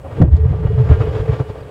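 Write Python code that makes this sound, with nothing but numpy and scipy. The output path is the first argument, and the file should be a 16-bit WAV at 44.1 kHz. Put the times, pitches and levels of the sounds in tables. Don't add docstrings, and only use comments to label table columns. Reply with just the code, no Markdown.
import sys
import numpy as np
from scipy import signal
from scipy.fft import rfft, irfft, next_fast_len
from scipy.io import wavfile
from scipy.ndimage import map_coordinates

SR = 44100
rng = np.random.default_rng(int(sys.argv[2]) if len(sys.argv) > 2 else 0)


def transcribe(signal):
    frames = np.atleast_2d(signal).T
    limited = np.clip(frames, -1, 1)
    pcm = np.round(limited * 32767).astype(np.int16)
    wavfile.write(sys.argv[1], SR, pcm)


def natural_amplitude(level_db):
    exponent = np.asarray(level_db, float) / 20
    return 10 ** exponent


N = 74970
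POP_S = 0.222


def unit(x):
    return x / np.sqrt(np.mean(x ** 2) + 1e-20)


def clock():
    return np.arange(N) / SR


def curve(rows):
    return np.interp(clock(), *np.transpose(rows))


def wobble(rate_hz):
    knots = rng.standard_normal(int(N * rate_hz / SR) + 4)
    return map_coordinates(knots, [np.arange(N) * rate_hz / SR])


def filtered(x, response):
    size = next_fast_len(N + 8192)
    return irfft(rfft(x, size) * response(np.fft.rfftfreq(size, 1 / SR)), size)[:N]


def modes(rows):
    return lambda f: sum(natural_amplitude(db) * 1j * f * w / (hz * hz - f * f + 1j * f * w) for hz, w, db in rows)


def noise(colour):
    hz, db = np.transpose(colour)

    def response(f):
        return natural_amplitude(np.interp(np.log(f + 1), np.log(hz), db, left=-120))

    return unit(filtered(rng.standard_normal(N), response))


def bell(start_s, width_s):
    return 2.0 ** (-(2 * (clock() - start_s) / width_s) ** 2)


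def swing(start_s, pitch_hz):
    return np.cos(2 * np.pi * pitch_hz * (clock() - start_s))


def tone(pitch_hz):
    return np.sin(2 * np.pi * np.cumsum(pitch_hz) / SR)


# freq_hz, level_db (per Hz)
ROOM_HISS = [(200, -22), (500, 4), (2000, -21.5), (5000, -31), (9500, -32), (12000, -37), (16500, -51.5)]
# pitch_hz, width_hz, level_db
ROOM_WHINES = [(7850, 330, 3), (8570, 100, 2.5), (9500, 100, 3.5)]


def room():
    room_db, preamp_db, duck_db, recover_s = -47.5, -66.5, -8.5, 0.8
    since = clock() - POP_S - 0.006
    gain_db = duck_db * (since > 0) * np.clip(1 - since / recover_s, 0, 1)
    hiss = noise(ROOM_HISS)
    air = natural_amplitude(room_db) * (hiss + filtered(hiss, modes(ROOM_WHINES)))
    return natural_amplitude(gain_db) * (air + natural_amplitude(preamp_db) * rng.standard_normal(N))


# start_s, level_db (peak), pitch_hz
CLOTH_TICKS = [(0.224, -39.5, 2600), (0.2246, -45, 5000), (.2244, -52.5, 9500), (1.556, -47.5, 3200),
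               (.254, -65.5, 7300), (.264, -68.5, 6830), (.326, -55, 4400), (0.367, -46.5, 4260),
               (0.369, -59.5, 6420), (0.42, -59.5, 8300), (1.055, -61.5, 11000), (1.057, -59.5, 8900),
               (0.337, -64.5, 5000)]


def cloth_ticks():
    tick_s, tick_q = 0.0018, 2.5

    def tick(start_s, level_db, pitch_hz):
        burst = natural_amplitude(level_db + 12.0) * bell(start_s, tick_s) * rng.standard_normal(N)
        resonance = modes([(pitch_hz, pitch_hz / tick_q, 0)])
        return filtered(burst, lambda f: resonance(f) ** 2)

    return sum(tick(*row) for row in CLOTH_TICKS)


# start_s, pitch_hz, level_db
LEAK = [
    (1.598, 4870, -78),
    (1.608, 4850, -63),
    (1.62, 4700, -62),
    (1.632, 4050, -55),
    (1.645, 3600, -60),
    (1.66, 3350, -61),
    (1.67, 3300, -80),
]


def leak_squeak():
    start_s, pitch_hz, level_db = np.transpose(LEAK)
    pitch = np.interp(clock(), start_s, pitch_hz)
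    level = np.interp(clock(), start_s, level_db, left=-120, right=-120)
    return natural_amplitude(level + 2.5 * wobble(120)) * tone(pitch + 70 * wobble(300))


# start_s, level_db (peak), pitch_hz, width_s
WALL_KNOCKS = [(.058, -28.5, 544.4, 0.032), (.19, -23.5, 458, 0.022), (.205, -12.5, 309, 0.0074),
               (.2135, -7, 265, 0.0083), (.231, -23.5, 230.4, 0.0098), (.237, -23, 620, .018),
               (.25, -23, 331.6, 0.031), (.916, -20, 284, 0.011), (.916, -24.5, 624, 0.022),
               (1.4, -30, 480, 0.0042), (1.405, -25, 300, 0.013), (1.498, -46, 294, 0.0059),
               (1.503, -25, 455, .016)]


def wall_knocks():
    return sum(natural_amplitude(db) * bell(s, w) * swing(s, hz) for s, db, hz, w in WALL_KNOCKS)


# start_s, level_db, width_s
AIR_RINGS = [(0.306, -33.5, 0.02), (0.394, -22, 0.02), (0.44, -21, 0.017), (.5, -30.5, .02),
             (0.55, -26, 0.014), (0.613, -23.5, 0.017), (0.645, -19, 0.0086), (0.71, -17.5, 0.0095),
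             (0.791, -20.5, 0.068), (0.909, -16, 0.016), (0.945, -38, 0.0049), (0.969, -19, 0.0062),
             (1.013, -15.5, 0.0076), (1.042, -20, 0.01), (1.075, -16.5, 0.0083), (1.137, -31, 0.0098),
             (1.167, -16, 0.013), (1.215, -17.5, 0.017), (1.29, -17.5, 0.016), (1.335, -26, 0.015),
             (1.405, -19.5, 0.01), (1.499, -19, 0.01), (1.62, -36, 0.02)]


def box_rings():
    rise, fall = 1.14, 2.12
    swell = sum(natural_amplitude(db - 1.5) * bell(s, np.where(clock() < s, rise, fall) * w) for s, db, w in AIR_RINGS)
    return swell * natural_amplitude(0.79 * wobble(60)) * tone(436 + 4.5 * wobble(45))


# start_s, level_db
GAS_FLOW = [(0.0, -55.5), (0.164, -42.5), (.235, -45), (.265, -51.5), (.302, -58), (.335, -46.5),
            (0.42, -48), (.62, -47.5), (0.88, -40), (.93, -39.5), (.97, -41), (1.03, -39.5), (1.11, -42),
            (1.19, -40.5), (1.26, -43.5), (1.34, -39.5), (1.385, -46.5), (1.514, -45.5), (1.7, -47.5)]


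def jet_flow():
    return natural_amplitude(curve(GAS_FLOW) + 1.3 * wobble(30) + 1.3 * wobble(150))


# freq_hz, level_db (per Hz)
STIRRING = [(250, -29), (380, -2.5), (520, 10.5), (800, -38.5), (2000, -120)]
# pitch_hz, width_hz, level_db
BOX_MODES = [(429.5, 15, 17), (436.6, 39, 16.5), (456, 21, -22.5)]


def stirred_box(jet):
    from_s, rise_s, level_db = 0.35, 0.03, 9
    swollen = np.clip((clock() - from_s) / rise_s, 0.1, 1)
    return swollen * natural_amplitude(level_db) * jet * unit(filtered(noise(STIRRING), modes(BOX_MODES)))


# start_s (crest), level_db, width_s
GAS_FLARES = [(0.049, -37, 0.087), (0.111, -40.5, 0.078), (0.222, -25, 0.013), (0.284, -39.5, 0.026),
              (0.326, -45, 0.026), (0.364, -41, 0.042), (0.409, -47.5, .04), (0.444, -39, 0.12),
              (.528, -37, 0.093), (0.634, -34, 0.042), (0.67, -33, 0.022), (0.783, -36, 0.049),
              (0.895, -30.5, 0.031), (0.914, -29.5, 0.063), (1.01, -29, 0.061), (1.07, -32.5, 0.035),
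              (1.157, -33.5, 0.036), (1.192, -34.5, 0.06), (1.286, -31.5, 0.035), (1.331, -37.5, 0.038),
              (1.401, -29, 0.038), (1.496, -34, 0.025), (1.56, -38.5, 0.019), (1.617, -46.5, 0.023)]
# start_s, level_db, width_s
SPITS = [(.333, -60, 0.016), (.372, -55, 0.015), (.79, -65.5, 0.037), (0.927, -56, 0.078),
         (1.017, -54, 0.046), (1.074, -58.5, 0.022), (1.166, -55, 0.074), (1.207, -59, 0.058),
         (1.337, -57, 0.07), (1.403, -54.5, 0.035), (1.498, -54.5, 0.029)]
# freq_hz, level_db (per Hz)
FLARE_COLOUR = [(180, -0.5), (300, 5), (600, 4.5), (1000, -4), (2800, -36), (5000, -54.5), (9000, -53.5),
                (16000, -63)]
JET_COLOUR = [(180, -12.5), (300, 0.5), (600, -2), (1000, -9.5), (2800, -21.5), (5000, -33.5), (9000, -49),
              (16000, -60.5)]
FIZZ_COLOUR = [(600, -26), (1200, 6.5), (2500, -3), (4500, -20.5), (8000, -34), (16000, -58)]
SPIT_COLOUR = [(2000, -19), (3500, 7.5), (4800, 0), (7000, -9), (9500, -18.5), (16000, -29.5)]
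# pitch_hz, width_hz, level_db
WEAVE_WHISTLES = [(586.5, 25, -16.5), (878, 62, -8.5), (1168, 13, 6.5), (1406, 4.7, 4), (1606, 8.4, 5),
                  (1881, 5.8, 9.5), (2290, 10, 0), (2510, 11, 0.5), (2924, 6.5, 10), (3276, 44, 2.5),
                  (4620, 29, -2), (5170, 11, 5), (6960, 120, 5.5), (9440, 90, -1.5)]


def gas_roar(jet):
    def flare(start_s, level_db, width_s):
        shape = np.where(clock() < start_s, bell(start_s, 0.013), bell(start_s, 0.86 * width_s))
        return natural_amplitude(level_db) * shape

    flares = np.sqrt(sum(flare(*row) ** 2 for row in GAS_FLARES))
    roar = natural_amplitude(3.5 + 1.3 * wobble(200)) * flares * noise(FLARE_COLOUR)
    roar = roar + natural_amplitude(6.5) * jet * noise(JET_COLOUR)
    fizz_db = -8 + (curve(GAS_FLOW) + 42)
    roar = roar + natural_amplitude(fizz_db + 0.5 * wobble(300)) * flares * noise(FIZZ_COLOUR)
    spits = sum(natural_amplitude(db) * bell(s, w) for s, db, w in SPITS)
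    roar = roar + spits * natural_amplitude(0.98 * wobble(250)) * noise(SPIT_COLOUR)
    return roar + filtered(roar, modes(WEAVE_WHISTLES))


# freq_hz, level_db (per Hz)
POP_COLOUR = [(150, -25), (200, -10), (280, 2), (450, -8), (650, -16), (1200, -32), (3500, -55),
              (9000, -100)]


def pop():
    level_db, rise_s, fall_s = -15, 0.02, 0.024
    since = clock() - POP_S
    return natural_amplitude(level_db) * np.exp(np.where(since < 0, since / rise_s, -since / fall_s)) * noise(POP_COLOUR)


# start_s, level_db (peak), pitch_hz, width_s
BAG_PUFFS = [(.06, -30, 87, .05), (.13, -19.5, 100, 0.015), (.16, -23.5, 110.4, .025),
             (.263, -14, 75, 0.013), (.282, -19, 111, 0.025), (0.3389, 0.8, 74.8, 0.041),
             (0.4133, -6.5, 82, 0.025), (.4395, -6, 83, 0.02), (0.4636, -5.5, 106, 0.0086),
             (0.487, -8.5, 115.8, 0.026), (0.508, -6, 99, 0.015), (.522, -8.5, 114.4, 0.0081),
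             (0.5495, -18.5, 98, 0.018), (0.5767, -30, 103, 0.0064), (0.616, -20.5, 116.6, 0.017),
             (0.6575, -3, 108.4, 0.014), (0.6836, -7, 90.4, 0.013), (0.699, -11.5, 98.2, 0.05),
             (0.735, -8, 115, 0.012), (0.7814, -5.5, 119, 0.017), (0.813, -4, 122.7, 0.041),
             (0.8596, -15.5, 109, 0.013), (0.9062, 0.5, 106, 0.016), (0.9222, 0.5, 91, 0.02),
             (.9465, -4, 86, 0.02), (1.0115, -3, 108, 0.021), (1.045, -20.5, 94, 0.092),
             (1.083, -12, 95, 0.0088), (1.1652, -11, 105, 0.016), (1.2027, -9, 89.6, 0.011),
             (1.2207, -12, 96, 0.015), (1.299, -5.5, 117, 0.017), (1.314, -13, 70, 0.024),
             (1.3365, -13.5, 119, 0.042), (1.4078, -6.9, 116, 0.014), (1.423, -18, 129, 0.02),
             (1.5015, -15.5, 103, 0.011), (1.6167, -23, 100, 0.012)]
# start_s, level_db (peak), pitch_hz, width_s
BAG_JOLTS = [
    (.207, 0, 140, .007),
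    (.2168, 2.5, 140, .0055),
    (.2248, 5, 125, .006),
    (.2368, -2, 130, .007),
    (.248, -6, 70, .014),
    (.3385, -13, 45, .012),
]
# start_s, level_db (peak), pitch_hz, width_s
BAG_SUCKS = [
    (0.2211, -3, 120, 0.0035),
    (0.2395, -5, 100, .007),
    (0.348, -9.5, 110, 0.007),
    (0.4587, -3.5, 115, 0.0072),
    (.512, -11.5, 105, 0.004),
    (0.9154, -3, 85, 0.0085),
    (0.928, -12, 90, 0.0088),
    (1.296, -14.5, 110, 0.012),
]
# start_s, level_db
BAG_PRESSURE = [(0.0, -32), (0.136, -28.5), (0.212, -12.5), (0.33, -11.5), (0.368, -15.5), (0.86, -14.5),
                (0.946, -11.5), (1.288, -24.5), (1.43, -28.5), (1.556, -31.5), (1.7, -36)]
# freq_hz, level_db (per Hz)
FLUTTER_COLOUR = [(15, -44), (25, -37.5), (65, -2.5), (119, -5), (164, -8.5), (200, -35), (260, -36.5),
                  (340, -47.5), (570, -120)]


def bag():
    pushes = [(natural_amplitude(db) * bell(s, 0.8 * w), swing(s, hz)) for s, db, hz, w in [*BAG_PUFFS, *BAG_JOLTS]]
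    pulls = [(natural_amplitude(db) * bell(s, w), -swing(s, hz)) for s, db, hz, w in BAG_SUCKS]
    swings = pushes + pulls
    slack = 1 / (1 + 1.3 * sum(size for size, _ in swings))
    flutter = slack * natural_amplitude(curve(BAG_PRESSURE) - 4.0 + 0.62 * wobble(25)) * noise(FLUTTER_COLOUR)
    return sum(size * wave for size, wave in swings) + flutter


def scene():
    heaving = bag()
    jet = jet_flow()
    gas = gas_roar(jet)
    box = stirred_box(jet) + wall_knocks() + box_rings()
    burst = pop()
    background = cloth_ticks() + leak_squeak() + room()
    return (heaving + gas + box + burst + background)[None]


def roll_off(x):
    return signal.sosfilt(signal.butter(12, 15800, fs=SR, output="sos"), x)


def record(dry):
    top = 1.015
    return roll_off(np.clip(dry, -top, top))


dry = scene()
out = record(dry)
transcribe(out)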